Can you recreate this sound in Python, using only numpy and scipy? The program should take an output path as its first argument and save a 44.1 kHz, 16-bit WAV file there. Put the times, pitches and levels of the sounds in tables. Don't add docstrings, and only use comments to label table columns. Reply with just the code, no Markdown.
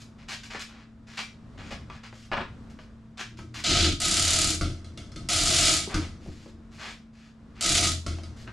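import sys
import numpy as np
from scipy import signal
from scipy.fft import rfft, irfft, next_fast_len
from scipy.io import wavfile
from scipy.ndimage import uniform_filter1d

SR = 44100
rng = np.random.default_rng(int(sys.argv[2]) if len(sys.argv) > 2 else 0)


def wrap_up_sound(samples):
    columns = np.atleast_2d(samples).T
    tamed = np.clip(columns, -1, 1)
    steps = np.round(tamed * 32767).astype(np.int16)
    wavfile.write(sys.argv[1], SR, steps)


N = 375732
TIME = np.arange(N) / SR

# (start [s], length [s], speeding up [s],
# slowing [s], full speed [teeth/s], pawl's place on its tooth [0-1], rattle [dB],
# treble tilt [dB/octave], housing ring [dB], beam shake [dB])
HAULS = [(3.639, 0.27, 0.039, 0.024, 54.2, 0.88, -22.5, -7, -9.5, -24.5),
         (4.001, 0.54, .045, 0.026, 36.4, 0.67, -26, 1, -8, -33.5),
         (5.288, 0.5, .16, 0.041, 52.4, .65, -22.5, 0.9, -8, -31),
         (7.609, 0.3, 0.043, .032, 35.7, 0.66, -24.5, 1, -8.5, -30)]
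# (time [s], level [dB], beam thump [dB], time to the shudder's peak [s], clink pitch [Hz])
CLUNKS = [(3.39, -52, -43.5, 0.019, 1310), (4.46, -51, -32.5, 0.042, 1372),
          (4.611, -30.5, -25.5, 0.032, 1377), (4.845, -50, -48, 0.024, 4030),
          (4.975, -42.5, -51, .03, 3390), (5.118, -51.5, -50, .03, 5080), (5.16, -42.5, -37.5, 0.056, 4300),
          (5.943, -30, -25, .028, 1440), (6.272, -59, -37.5, 0.012, 580), (8.064, -34, -31.5, 0.031, 1332),
          (8.186, -57, -48, .03, 3160), (8.234, -48, -45.5, 0.033, 4700)]
# (frequency [Hz], t60 [s], level [dB])
HOIST_MODES = [(641, .15, -2), (680, .097, -2), (706.3, 0.13, -2.5), (1265, 0.18, 0), (1293.5, .03, 1),
               (1372, .04, -12.5), (1960, 0.025, -1), (2237, 0.073, -3), (2810, 0.11, -10.5),
               (3075, 0.062, -13), (3140, 0.05, -1), (3430, 0.064, -1.5), (3550, .16, -7), (3724, .06, -14),
               (4220, .12, -11), (4480, .06, -7), (4380, 0.14, -14), (4900, 0.11, -10), (5180, .12, -7.5),
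               (6000, 0.13, -3.5), (6660, 0.061, -12.5)]
# (frequency [Hz], side minus mid [dB])
WIDTH = [(60, -26), (130, -17), (260, -11.5), (1100, -8.5), (2100, -7), (3800, -5), (7000, -11.5),
         (12000, -43)]


def hoist():
    # (frequency [Hz], level [dB])
    link_spectrum = [(200, -5.5), (500, -20.5), (900, -8.5), (1500, -9), (2600, -4.5), (3600, 2),
                     (4700, 2.5), (5600, 0), (7000, 2), (8700, -5.5), (9500, -6.5), (10500, -10),
                     (11100, -17), (12000, -21)]
    housing = ring(HOIST_MODES)
    links = chatter(rate=550, spread_db=-0.5, t60=0.089)
    contacts, drive = 0, 0
    for start, length, speeding, slowing, teeth_per_s, tooth, db, tilt_db, ring_db, _ in HAULS:
        pace = chain_speed(start, length, speeding, slowing)
        rattle = undb(db - 1) * pace ** 1.23 * links
        pawl = ratchet(pace, teeth_per_s, tooth)
        clack = undb(6.5) * colour(rattle, link_spectrum, tilt_db - 1.34, pivot_hz=4030)
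        tick = undb(5.5) * colour(pawl, link_spectrum, tilt_db + 4, pivot_hz=4100)
        contacts += clack + tick
        drive += undb(ring_db) * (rattle + pawl)
    bearing = undb(1.7 * walk(26))
    return contacts + through(bearing * drive, housing)


def chain_speed(start, length, speeding, slowing, lag_s=0):
    jerk_share = 0.53
    t = TIME - start - lag_s
    rise = 1 - (1 - jerk_share) * np.exp(-np.maximum(t, 0) / speeding)
    stop = (1 - np.tanh((t - length) / slowing / 2)) / 2
    return (t >= 0) * rise * stop


def chatter(rate, spread_db, t60):
    power = through(grains(rate, spread_db) ** 2, fade(t60) ** 2)
    return unit(np.sqrt(np.maximum(power, 0)) * rng.standard_normal(N))


def ratchet(pace, teeth_per_s, tooth):
    passed = np.floor(tooth + teeth_per_s * np.cumsum(pace) / SR)
    drops = np.r_[np.argmax(pace > 0), np.flatnonzero(np.diff(passed))]
    scatter_db = 0.1 * rng.standard_normal(N)[:len(drops)]
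    ticks = np.zeros(N)
    ticks[drops] = pace[drops] ** 0.95 * undb(-2 - scatter_db)
    power = through(ticks ** 2, impulse(fade(t60=0.045)) ** 2)
    return np.sqrt(np.maximum(power, 0)) * rng.standard_normal(N)


def clunks():
    # (frequency [Hz], level [dB])
    jolt_spectrum = [(100, -11), (300, -3), (560, 4), (850, -9), (1350, -2), (1900, -5), (2800, -5),
                     (4700, 2), (6500, -4.5), (8500, -9), (10300, -14), (11000, -22), (12000, -27)]
    blows, clinks = np.zeros(N), np.zeros(N)
    for s, db, *_, hz in CLUNKS:
        knock = burst(t60=0.032)
        jingle = undb(3.5) * burst(t60=0.41)
        add(blows, s, undb(db + 26) * impulse(knock + jingle))
        clink = ring([(hz, 0.2, 0), (hz * 1.06, 0.11, -1), (hz * 0.83, 0.09, -3)])
        add(clinks, s, undb(db + 24) * clink)
    return undb(8.5) * colour(blows, jolt_spectrum) + through(blows, ring(HOIST_MODES)) + clinks


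def beam():
    # (frequency [Hz], t60 [s], level [dB])
    beam_modes = [(28.15, 0.16, -9), (41, 0.22, -6), (62.6, .12, -27), (83.2, .46, -0.5), (88.6, .095, -8),
                  (124.9, 0.17, -7), (150, .08, -9.5), (187, 0.088, -13), (248, 0.048, -11.5),
                  (292.7, 0.075, -8.5), (320.3, 0.12, -7), (345, .09, -14.5)]
    shaking = undb(-48.5) * ((TIME > 3.3) & (TIME < 6.6))
    for start, length, speeding, slowing, *_, shake_db in HAULS:
        pace = chain_speed(start, length, speeding, slowing, lag_s=0.021)
        shaking = np.hypot(shaking, undb(shake_db) * pace)
    shoves, shove = np.zeros(N), fade(t60=0.0066)
    for s, _, thump_db, peak_s, _ in CLUNKS:
        add(shoves, s, undb(thump_db + 35) * shove / shove.sum())
        age = np.maximum(TIME - s, 0) / peak_s
        shudder = undb(thump_db - 2) * age * np.exp(1 - age)
        shaking = np.hypot(shaking, shudder)
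    return through(shoves + shaking * grains(rate=400, spread_db=2), ring(beam_modes))


def scuffs():
    # (time [s], length [s], level [dB], tilt [dB/octave])
    slides = [(0, 0.019, -49.5, 7), (0.18, 0.053, -56.5, 0), (0.281, 0.06, -37.5, 3),
              (0.432, 0.026, -46, 4), (0.502, .034, -41, .5), (0.54, 0.027, -38.5, -1.5),
              (0.593, 0.03, -40, 4.5), (0.682, .15, -55.5, -1.5), (1.067, 0.12, -51.5, 2),
              (1.17, 0.044, -38, 2.5), (1.575, 0.045, -47.5, -1.5), (1.619, .08, -51, 1),
              (1.705, 0.032, -41.5, 1), (1.895, 0.076, -51.5, -0.5), (2.032, 0.032, -46.5, 0.5),
              (2.119, 0.14, -57.5, 5.5), (2.698, 0.017, -59.5, 5.5), (2.787, 0.051, -60.5, 2.5),
              (3.172, 0.026, -45, 2.5), (3.193, 0.021, -36, 1.5), (3.37, .03, -53, 4),
              (3.539, 0.065, -40, 3), (5.891, 0.084, -41, -1.5), (6.004, 0.044, -45.5, 0.5),
              (6.198, 0.3, -60, 5), (6.708, 0.23, -57, 4.5), (6.781, 0.13, -42.5, .5),
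              (7.128, 0.17, -61.5, 2), (7.55, 0.15, -53.5, 0.5), (8.361, 0.074, -55.5, 6),
              (8.468, 0.028, -49, -4.5)]
    # (frequency [Hz], level [dB])
    grit_spectrum = [(100, -12), (400, -2), (800, 0.5), (1400, 3.5), (2200, 2), (3200, -2.5), (5000, -6.5),
                     (7200, -13), (8500, -22), (12000, -33.5)]
    rise_share, release_s = 0.058, 0.011
    grit = grains(rate=2500, spread_db=4)
    out, t = np.zeros(N), TIME[:SR // 2]
    for s, length, db, tilt_db in slides:
        start = rng.integers(N - len(t))
        crunch = unit(colour(grit[start:start + len(t)], grit_spectrum, tilt_db, pivot_hz=500))
        swell = 1 - np.exp(-t / (rise_share * length))
        release = np.exp(-np.maximum(t - length, 0) / release_s)
        add(out, s, undb(db + 2) * crunch * swell * release)
    return out


def knocks():
    # (time [s], level [dB], tilt [dB/octave], hollow pitch [Hz])
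    blows = [(.548, -40, -5, 1750), (1.178, -40.5, 6.5, 2250), (1.19, -35, 8, 2345),
             (1.713, -42, -5.5, 540), (1.727, -44.5, -4, 680), (1.9, -44, 1.5, 1160),
             (2.127, -49, -1.5, 528), (2.789, -50, 1, 520), (3.389, -47, 0, 1304),
             (5.875, -39.5, -11.5, 397), (6.261, -43, -13, 260), (6.285, -41, -11.5, 292),
             (6.46, -50, -8.5, 482), (8.186, -50.5, 1, 580), (8.476, -45.5, .5, 1570)]
    # (frequency [Hz], level [dB])
    board_spectrum = [(25, 1), (60, -12), (200, 1.5), (500, -1), (1000, -0.5), (1600, -5), (2400, -8.5),
                      (3500, -16.5), (5000, -24.5), (8000, -39.5), (12000, -65)]
    out = np.zeros(N)
    for s, db, tilt_db, hz in blows + falling_board(s=2.316, db=-32, tilt_db=0.5, landings=3):
        crack = impulse(colour(burst(t60=0.029), board_spectrum, tilt_db, pivot_hz=400))
        hollow = ring([(hz, 0.14, 0), (hz * 1.2, 0.08, -3)])
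        add(out, s, undb(db + 31) * (crack + undb(-4) * hollow))
    return out


def falling_board(s, db, tilt_db, landings):
    corner_hz = [1408, 1023, 577, 915]
    corner_gap_s, first_flight_s, flight_share, loss_db = 0.008, 0.052, 0.7, 4
    blows = []
    for bounce in range(landings):
        shrink = flight_share ** bounce
        for corner, hz in enumerate(corner_hz):
            blows.append((s + corner * corner_gap_s * shrink, db - bounce * loss_db, tilt_db, hz))
        s += first_flight_s * shrink
    return blows


def room_tone():
    # (frequency [Hz], level [dB])
    air_spectrum = [(20, -11.5), (35, -1.5), (60, -0.5), (110, -3.5), (170, -5.5), (260, -6.5),
                    (330, -16.5), (450, -19), (800, -26), (1200, -23.5), (2500, -36), (5000, -41),
                    (8000, -47), (12000, -60)]
    # (frequency [Hz], level [dB], waver [dB])
    hum_tones = [(224.3, -53, 0), (660, -74.5, 1)]
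    # (time [s], level [dB])
    drone_levels = [(0, -57), (1.1, -57.5), (1.6, -57.5), (2.5, -49), (2.8, -62.5), (3.4, -47), (4.6, -51),
                    (7.3, -73), (8.5, -48)]
    drone_hz = 116.8
    mid, side = (unit(colour(rng.standard_normal(N), air_spectrum)) for _ in range(2))
    side = colour(side, WIDTH)
    hum = 0
    for hz, db, waver_db in hum_tones:
        level = undb(db + waver_db * walk(3.1))
        hum += level * np.sin(2 * np.pi * hz * TIME + 0.76 * walk(3))
    drone_db = np.interp(TIME, *np.transpose(drone_levels)) + 2 * walk(20)
    drone = undb(drone_db) * np.sin(2 * np.pi * drone_hz * TIME + 1.3 * walk(3.7))
    air = undb(-49.5 + 2.6 * walk(2.57)) * np.array([mid + side, mid - side])
    return pan(air + np.sqrt(2) * (hum + drone), left_db=0.7)


def shed():
    # (frequency [Hz], t60 [s])
    decay_times = [(100, 0.41), (500, 0.15), (1400, 0.2672), (3700, 0.32), (10000, 0.3)]
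    build_up_s = 0.0026
    hz = np.arange(SR // 4 + 1) * 2
    centres = 62.5 * 2 ** np.arange(9)
    tails = 0
    for centre, share in zip(centres, np.eye(len(centres))):
        band = np.sqrt(at(np.c_[centres, share], hz))
        echoes = irfft(rfft(rng.standard_normal((2, SR // 2))) * band)
        tails += echoes * fade(at(decay_times, centre))
    tails *= 1 - np.exp(-TIME[:SR // 2] / build_up_s)
    return impulse(tails[0]), impulse(tails[1])


def place(x, wet_db, side_db):
    mid, side = shed()
    wet = undb(wet_db)
    centre = x + wet * through(x, mid)
    spread = wet * undb(side_db) * colour(through(x, side), WIDTH)
    return np.array([centre + spread, centre - spread]) / np.sqrt(1 + wet ** 2)


def pan(pair, left_db):
    return pair * undb(np.array([[left_db], [-left_db]]) / 2)


def undb(db):
    return 10 ** (np.asarray(db) / 20)


def unit(x):
    return x / np.sqrt(np.mean(x ** 2))


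def impulse(x):
    return x / np.sqrt(np.sum(x ** 2))


def at(points, hz):
    freqs, values = np.transpose(points)
    return np.interp(np.log(np.maximum(hz, 1)), np.log(freqs), values)


def colour(x, points, tilt_db=0, pivot_hz=1):
    size = next_fast_len(len(x) + 4096) * 2
    hz = np.arange(size // 2 + 1) * SR / size
    db = at(points, hz) + tilt_db * np.log2(np.maximum(hz / pivot_hz, 1))
    cepstrum = irfft(np.log(undb(db)))
    cepstrum[1:size // 2] *= 2
    cepstrum[size // 2 + 1:] = 0
    return irfft(rfft(x, size) * np.exp(rfft(cepstrum)))[:len(x)]


def through(x, response):
    return signal.oaconvolve(x, response)[:len(x)]


def add(out, s, x):
    i = max(int(s * SR), 0)
    out[i:i + len(x)] += x[:N - i]


def fade(t60):
    return np.exp(-np.log(1000) * TIME[:SR // 2] / t60)


def burst(t60):
    return impulse(rng.standard_normal(SR // 2) * fade(t60))


def ring(modes):
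    response = 0
    for hz, t60, db in modes:
        mode = impulse(fade(t60) * np.sin(2 * np.pi * hz * TIME[:SR // 2]))
        response += undb(db) * mode * rng.choice([-1, 1])
    return impulse(response)


def grains(rate, spread_db):
    hits = (rng.random(N) < rate / SR) * rng.choice([-1, 1], N)
    sizes = undb(spread_db * np.clip(rng.standard_normal(N), -2, 2))
    return unit(hits * sizes)


def walk(rate):
    hold = int(SR / rate)
    steps = np.repeat(rng.standard_normal(N // hold + 1), hold)
    return unit(uniform_filter1d(uniform_filter1d(steps, hold), hold)[:N])


def scene():
    near = place(hoist() + clunks(), wet_db=-7, side_db=4.5)
    boom = pan(place(beam(), wet_db=-11.5, side_db=5.5), left_db=1.26)
    far = pan(place(scuffs() + knocks(), wet_db=0, side_db=-1.5), left_db=1.0)
    return near + boom + far + room_tone()


def record(dry):
    top_hz = 11950
    return signal.sosfilt(signal.ellip(10, 0.2, 80, top_hz, fs=SR, output="sos"), dry)


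dry = scene()
out = record(dry)
wrap_up_sound(out)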